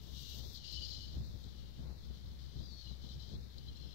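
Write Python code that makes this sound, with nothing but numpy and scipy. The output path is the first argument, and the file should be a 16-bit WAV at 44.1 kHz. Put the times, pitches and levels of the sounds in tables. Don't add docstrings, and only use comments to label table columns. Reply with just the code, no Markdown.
import sys
import numpy as np
from scipy import signal
from scipy.fft import rfft, irfft, next_fast_len
from scipy.io import wavfile

SR = 44100
rng = np.random.default_rng(int(sys.argv[2]) if len(sys.argv) > 2 else 0)


def nominal_scale(level):
    x = np.asarray(level, float) / 20
    return 10 ** x


def to_wav(s):
    ch = np.atleast_2d(s).T
    pcm = np.round(np.clip(ch, -1, 1) * 32767)
    wavfile.write(sys.argv[1], SR, pcm.astype(np.int16))


N = 173754
TIME = np.arange(N) / SR
LONG = next_fast_len(N)

# pitch_hz, level_db
BREATH_COLOUR = [(2000, -3.5), (3000, -3.5), (4100, 0), (5200, -6.5), (6500, -14.5), (8000, -25),
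                 (10000, -40), (14000, -26)]
# start_s, length_s, level_db
HISSER_THROAT = [(3570, 110, -3), (3760, 120, -7), (3910, 40, -2), (5850, 230, -3.5)]
HISSER_CALLS = [
    (.02, 0.21, -58.5),
    (.12, 0.31, -48),
    (.27, 0.33, -53),
]
RASPER_THROAT = [(2450, 260, -7), (3020, 100, -6), (4170, 110, -1), (4620, 200, -1), (5150, 220, -4),
                 (6050, 200, -19), (6650, 160, -18)]
RASPER_CALLS = [
    (0.543, 0.049, -48),
    (.59, 0.072, -57),
    (0.627, 0.14, -45),
    (0.709, 0.13, -45),
    (0.809, 0.078, -44),
    (0.871, 0.094, -44),
    (.94, 0.13, -48),
    (1.04, .13, -54.5),
]
SQUABBLER_THROAT = [(3050, 120, -6), (4050, 80, -1), (4840, 150, -2), (5750, 110, -8)]
SQUABBLER_CALLS = [
    (2.38, 0.091, -59.5),
    (2.47, 0.21, -60.5),
    (2.58, 0.23, -57),
    (2.76, 0.19, -55.5),
    (3.0, 0.15, -61.5),
    (3.085, 0.062, -53.5),
    (3.19, 0.066, -54.5),
    (3.25, 0.073, -58.5),
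]
CROAKER_THROAT = [(3150, 70, -10), (3400, 80, -5), (4130, 60, 0), (4920, 70, -12), (5420, 100, -9)]
CROAKER_CALLS = [
    (3.673, .03, -62),
    (3.748, .04, -60),
    (3.775, .2, -56),
]
# pitch_hz, level_db
SPIT_COLOUR = [(2500, -23), (5000, 7), (8000, -7.5), (10500, -18.5), (12000, -4), (14000, -0.5),
               (16000, -6)]
# start_s, length_s, level_db
SPITS = [
    (0, .19, -62),
    (.15, 0.25, -57),
    (.3, 0.283, -59),
    (.712, 0.027, -59.5),
    (.735, 0.043, -67),
    (.87, 0.039, -65),
    (.76, 0.7, -71.5),
]
# time_s, level_db
CROWD_LEVEL = [(0, -58), (.6, -55), (1.2, -56), (1.7, -58.5), (2.3, -58.5), (2.6, -59.5), (3.25, -55),
               (3.55, -59), (3.94, -57)]
# start_s, length_s, pitch_hz, glide_hz, level_db
SQUEAKS = [(.553, 0.025, 4100, 62, -43), (.72, .025, 4160, -41, -45), (.74, 0.057, 3010, -59, -46.5),
           (.808, .035, 2980, 40, -48.5), (0.811, .035, 4650, -6, -44), (.82, 0.018, 5300, 0, -55),
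           (.9, 0.029, 4250, 0, -48), (2.4, 0.09, 4900, 0, -63), (2.42, 0.018, 4350, -2, -64),
           (2.845, 0.058, 2890, -2, -56), (3.03, 0.026, 4180, -200, -62), (3.088, .018, 4030, 40, -49.5),
           (3.113, 0.012, 3600, 0, -56), (3.118, 0.016, 4030, 200, -55), (3.138, 0.009, 5400, 0, -61),
           (3.19, 0.045, 4020, 100, -56), (3.219, 0.013, 5620, 100, -56), (3.22, .01, 5200, -4, -61),
           (3.229, .012, 4110, 0, -54), (3.322, 0.014, 4050, 0, -56), (3.35, .022, 4100, 0, -56.5),
           (3.676, 0.028, 4060, 148, -51.5), (3.684, .022, 3160, -150, -52), (3.753, 0.022, 4100, -42, -50),
           (3.796, 0.011, 4140, 0, -52), (3.873, 0.012, 4050, -58, -59), (3.81, .025, 5450, 0, -68)]
# time_s, pitch_hz, level_db
SQUEAL = [
    (2.605, 5080, -63),
    (2.645, 4800, -59),
    (2.675, 4740, -59),
    (2.725, 4420, -56),
    (2.815, 4380, -54),
    (2.84, 4170, -61),
    (2.895, 4100, -54),
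    (2.925, 3920, -55.5),
    (2.947, 3790, -59),
]
# time_s, level_db, pitch_hz
SNAPS = [(.208, -61, 8700), (1.262, -69, 8000), (1.44, -50.5, 3800), (1.441, -65, 7200), (2.565, -55, 4500),
         (2.589, -53, 4100), (2.72, -65, 6500), (2.966, -66, 7000), (3.197, -49, 2500),
         (3.581, -44.5, 4350), (3.581, -66, 7400), (3.727, -60, 5400), (3.768, -63.5, 7200)]
# time_s, length_s, roar_db, edge_lift_hz
GUSTS = [(0.024, 0.088, -70, 207), (0.429, 0.045, -59, 970), (0.897, 0.089, -64.5, 248),
         (1.187, 0.046, -59.5, 910.4), (1.33, 0.12, -68, 403), (1.835, 0.064, -81, 700),
         (1.88, 0.034, -56, 950), (2.26, 0.25, -74.5, 242), (2.614, 0.053, -70, 600),
         (2.683, 0.039, -70, 330), (3.09, 0.22, -70, 278), (3.365, 0.06, -66, 850),
         (3.602, 0.036, -92, 248)]
# time_s, drone_db, left_buffet_db, right_buffet_db
PUFFS = [(0.15, -47.5, -56, -63), (0.22, -51, -62, -67), (0.32, -49.5, -59, -55), (0.46, -44.5, -48.5, -52),
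         (0.55, -72, -72, -81), (0.78, -43, -53.5, -55), (0.89, -49, -60, -62), (0.98, -50.5, -55.5, -54),
         (1.08, -45.5, -59, -51), (1.19, -38.5, -45.5, -39), (1.47, -47.5, -52.5, -54),
         (1.59, -48, -55.5, -54.5), (1.82, -44.5, -47, -47.5), (2.1, -43, -51, -50),
         (2.35, -49.5, -53, -51), (2.45, -45, -58, -63), (2.6, -42.5, -45.5, -48), (2.73, -48.5, -54, -57),
         (2.91, -43, -54, -57), (3.04, -47.5, -51.5, -54), (3.16, -46.5, -56, -48.5),
         (3.24, -48.5, -57, -54.5), (3.35, -47, -46, -46.5), (3.59, -50.5, -59, -57), (3.69, -48, -52, -49),
         (3.85, -46.5, -51, -57)]
EXTRA_PUFFS = [(.06, -61, -50, -71), (.39, -46, -51, -63), (1.26, -46.5, -65, -47.5),
               (1.358, -44.5, -50.5, -57), (1.668, -52, -56, -52.5), (1.9, -43.5, -49, -57),
               (2.27, -45, -58, -51.5), (3.43, -46.5, -54, -58)]
# time_s, pitch_hz
DRONE_PITCH = [(0, 66.28), (.9, 65.7), (1.9, 64.1), (2.9, 65.1), (3.94, 66.1)]
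# pitch_multiple, level_db
OVERTONES = [(2, -18), (3.5, -22)]
# pitch_hz, level_db
BUFFET_LEFT = [(20, -8), (45, -3.5), (90, -6), (140, -2), (250, -14), (500, -23), (1500, -48.5)]
BUFFET_RIGHT = [(20, -13.5), (90, 3.5), (140, -3.5), (250, -15), (500, -38.5), (1500, -56)]
ROAR_COLOUR = [(100, 1), (600, -7), (3000, -31.5)]
# pitch_hz, level_db
HISS_LEFT = [(200, 2.5), (900, -11), (2000, -13.5), (5000, -20), (10000, -30), (11200, -28), (13000, -21),
             (16000, -27)]
HISS_RIGHT = [(200, 0.5), (900, -10.5), (2000, -11.5), (5000, -24), (9500, -23), (11200, -23.5),
              (13000, -19), (16000, -16.5)]
HISS_DB = [-63.5, -68]


def evened(x):
    return x / np.sqrt(np.mean(x ** 2) + 1e-20)


def noise(colour):
    table_hz, table_db = np.transpose(colour)
    hz = np.fft.rfftfreq(LONG, 1 / SR)
    gain = nominal_scale(np.interp(np.log(hz + 1), np.log(table_hz), table_db))
    gain = gain * np.minimum(table_hz[-1] / (hz + 1), 1) ** 2
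    return evened(irfft(rfft(rng.standard_normal(LONG)) * gain, LONG)[:N])


def wander(rate_hz):
    t = TIME[::32]
    hz = np.fft.rfftfreq(len(t), t[1])
    gain = hz / (hz + 3) / (1 + (hz / rate_hz) ** 4)
    drift = irfft(rfft(rng.standard_normal(len(t))) * gain, len(t))
    return np.interp(TIME, t, evened(drift))


def resonate(x, hz, width_hz):
    turn = np.exp(2j * np.pi * np.cumsum(hz * np.ones(N)) / SR)
    r = np.exp(-np.pi * abs(width_hz) / SR)
    return 2 * (turn * signal.lfilter([(1 - r) ** 2], [1, -2 * r, r * r], x / turn)).real


def bumps(at, width_s, height):
    t = TIME[::64]
    distance = (t - at[:, None]) / np.reshape(width_s, (-1, 1))
    swells = np.asarray(height)[:, None] * np.exp(-.5 * distance ** 2)
    return np.interp(TIME, t, swells.sum(0))


def efforts(calls, release_share):
    power = np.zeros(N)
    for start, length, db in calls:
        rise = np.clip((TIME - start) / (.15 * length), 0, 1)
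        end = start + length * (1 + release_share / 2)
        fall = np.clip((end - TIME) / (release_share * length), 0, 1)
        power += (nominal_scale(db) * rise * fall) ** 2
    return np.sqrt(power)


def vulture(throat, calls, open_db, flutter_db, flutter_hz, widen):
    breath = rng.standard_normal(N) * nominal_scale(flutter_db * wander(flutter_hz))
    rings = np.zeros(N)
    for hz, width_hz, db in throat:
        moving_hz = hz * (1 + .007 * wander(9))
        rings += nominal_scale(db + 1.2 * wander(25)) * evened(resonate(breath, moving_hz, widen * width_hz))
    escaping = nominal_scale(open_db) * noise(BREATH_COLOUR) * nominal_scale(0.88 * wander(40))
    return efforts(calls, .6) * evened(evened(rings) + escaping)


def near_birds():
    return (vulture(HISSER_THROAT, HISSER_CALLS, open_db=8.5, flutter_db=3.5, flutter_hz=78.6, widen=3.4)
            + vulture(RASPER_THROAT, RASPER_CALLS, open_db=-1, flutter_db=1.2, flutter_hz=150, widen=1.3)
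            + vulture(SQUABBLER_THROAT, SQUABBLER_CALLS, open_db=4, flutter_db=-2.0, flutter_hz=91, widen=2.0)
            + vulture(CROAKER_THROAT, CROAKER_CALLS, open_db=-7, flutter_db=1.6, flutter_hz=70, widen=1.3))


def spits():
    return efforts(SPITS, .12) * noise(SPIT_COLOUR) * nominal_scale(1.4 * wander(28))


def squeaks():
    width_hz, hoarse = 120, .65
    r = np.exp(-np.pi * width_hz / SR)
    grit = rng.standard_normal(N) + 1j * rng.standard_normal(N)
    grit = signal.lfilter([1], [1, -2 * r, r * r], grit)
    grit = grit / np.sqrt(np.mean(abs(grit) ** 2))
    out = np.zeros(N)
    for start, length, hz, glide_hz, db in SQUEAKS:
        at = slice(round(start * SR), round((start + length) * SR))
        progress = (TIME[at] - start) / length
        turn = np.exp(2j * np.pi * np.cumsum(hz + glide_hz * (progress - .5)) / SR)
        swell = np.sqrt(np.sin(np.pi * np.clip(progress, 0, 1)))
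        voice = (turn * (1 - hoarse + hoarse * grit[at])).real
        out[at] += np.sqrt(2) * nominal_scale(db) * swell * voice
    return out


def squeal():
    t, hz, db = np.transpose(SQUEAL)
    gate = np.clip(np.minimum(TIME - t[0], t[-1] - TIME) / 0.011, 0, 1)
    level = nominal_scale(np.interp(TIME, t, db) + 1.0 * wander(30))
    pitch_hz = np.interp(TIME, t, hz) + 12 * wander(88)
    return np.sqrt(2) * gate * level * np.sin(2 * np.pi * np.cumsum(pitch_hz) / SR)


def beak_snaps():
    fade_s = .032
    grit, white = noise(BREATH_COLOUR), rng.standard_normal(N)
    out = np.zeros(N)
    for start, db, hz in SNAPS:
        at = slice(round(start * SR), round((start + fade_s) * SR))
        age = np.maximum(TIME[at] - start, 0)
        band = signal.butter(3, [hz * .89, hz * 1.11], "bandpass", fs=SR, output="sos")
        ring = evened(signal.sosfilt(band, white[at]))
        tick = nominal_scale(-60 * age / fade_s) * np.minimum(age / .001, 1) * (ring + .25 * grit[at])
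        out[at] += nominal_scale(db + 6) * tick / abs(tick).max()
    return out


def crowd():
    wash = noise(BREATH_COLOUR) + nominal_scale(-13.5) * evened(resonate(rng.standard_normal(N), 4110, 470))
    level_db = np.interp(TIME, *np.transpose(CROWD_LEVEL))
    return wash * nominal_scale(level_db + 1.0 * wander(10.2) + 0.46 * wander(85))


def wind_filter(x):
    rest_hz, lag_s, softness_hz, leak_db = 2680, .05, 30, -19
    at, length, _, lift_hz = np.transpose(GUSTS)
    keep = np.exp(-1 / (lag_s * SR))
    edge_hz = rest_hz + signal.lfilter([1 - keep], [1, -keep], bumps(at + 0.027, length, lift_hz))
    hz, t, z = signal.stft(x, SR, nperseg=1024, noverlap=896)
    hz = hz[:, None]
    step = .5 + .5 * np.tanh((hz - np.interp(t, TIME, edge_hz)) / softness_hz)
    leak = nominal_scale(leak_db) * np.minimum(hz / rest_hz, 1) ** 3
    return signal.istft(z * (leak + (1 - leak) * step), SR, nperseg=1024, noverlap=896)[1][:N]


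def wind():
    at, *puff_db = np.transpose(sorted(list(PUFFS) + list(EXTRA_PUFFS)))
    lull_db = (-51.5, -59, -58.5)
    drone, left, right = [np.sqrt(nominal_scale(lull) ** 2 + bumps(at, 0.027, nominal_scale(db + 0.5) ** 2))
                          for db, lull in zip(puff_db, lull_db)]
    pitch_hz = np.interp(TIME, *np.transpose(DRONE_PITCH)) + 0.64 * wander(19.0)
    turn = 2 * np.pi * np.cumsum(pitch_hz) / SR
    tone = np.sin(turn)
    for multiple, db in OVERTONES:
        tone += nominal_scale(db + 3.7 * wander(6.0)) * np.sin(multiple * turn + 0.48 * wander(35.0))
    at, length, roar_db, _ = np.transpose(GUSTS)
    roar = np.sqrt(bumps(at, length, nominal_scale(roar_db) ** 2)) * nominal_scale(2. * wander(40))
    left_buffet = left * nominal_scale(3.07 * wander(38)) * noise(BUFFET_LEFT)
    right_buffet = right * nominal_scale(0.58 * wander(22)) * noise(BUFFET_RIGHT)
    return np.array([np.sqrt(2) * drone * tone + left_buffet + roar * noise(ROAR_COLOUR),
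                     right_buffet + nominal_scale(-9) * roar * noise(ROAR_COLOUR)])


def circuit_noise():
    hiss = nominal_scale(np.c_[HISS_DB]) * np.array([noise(HISS_LEFT), noise(HISS_RIGHT)])
    whine = nominal_scale(-87) * evened(resonate(rng.standard_normal(N), 11400 - 8 * TIME, 130))
    return hiss + np.array([whine, np.zeros(N)])


def scene():
    birds = near_birds() + spits() + squeaks() + squeal() + beak_snaps() + crowd()
    return np.array([wind_filter(birds), np.zeros(N)]) + wind() + circuit_noise()


def low_pass(x):
    return signal.sosfilt(signal.butter(12, 16180, fs=SR, output="sos"), x)


def record(dry):
    kept = rfft(dry, LONG) * (np.fft.rfftfreq(LONG, 1 / SR) < 15740)
    mix = irfft(kept, LONG)[:, :N] - .0006
    return low_pass(mix)


dry = scene()
out = record(dry)
to_wav(out)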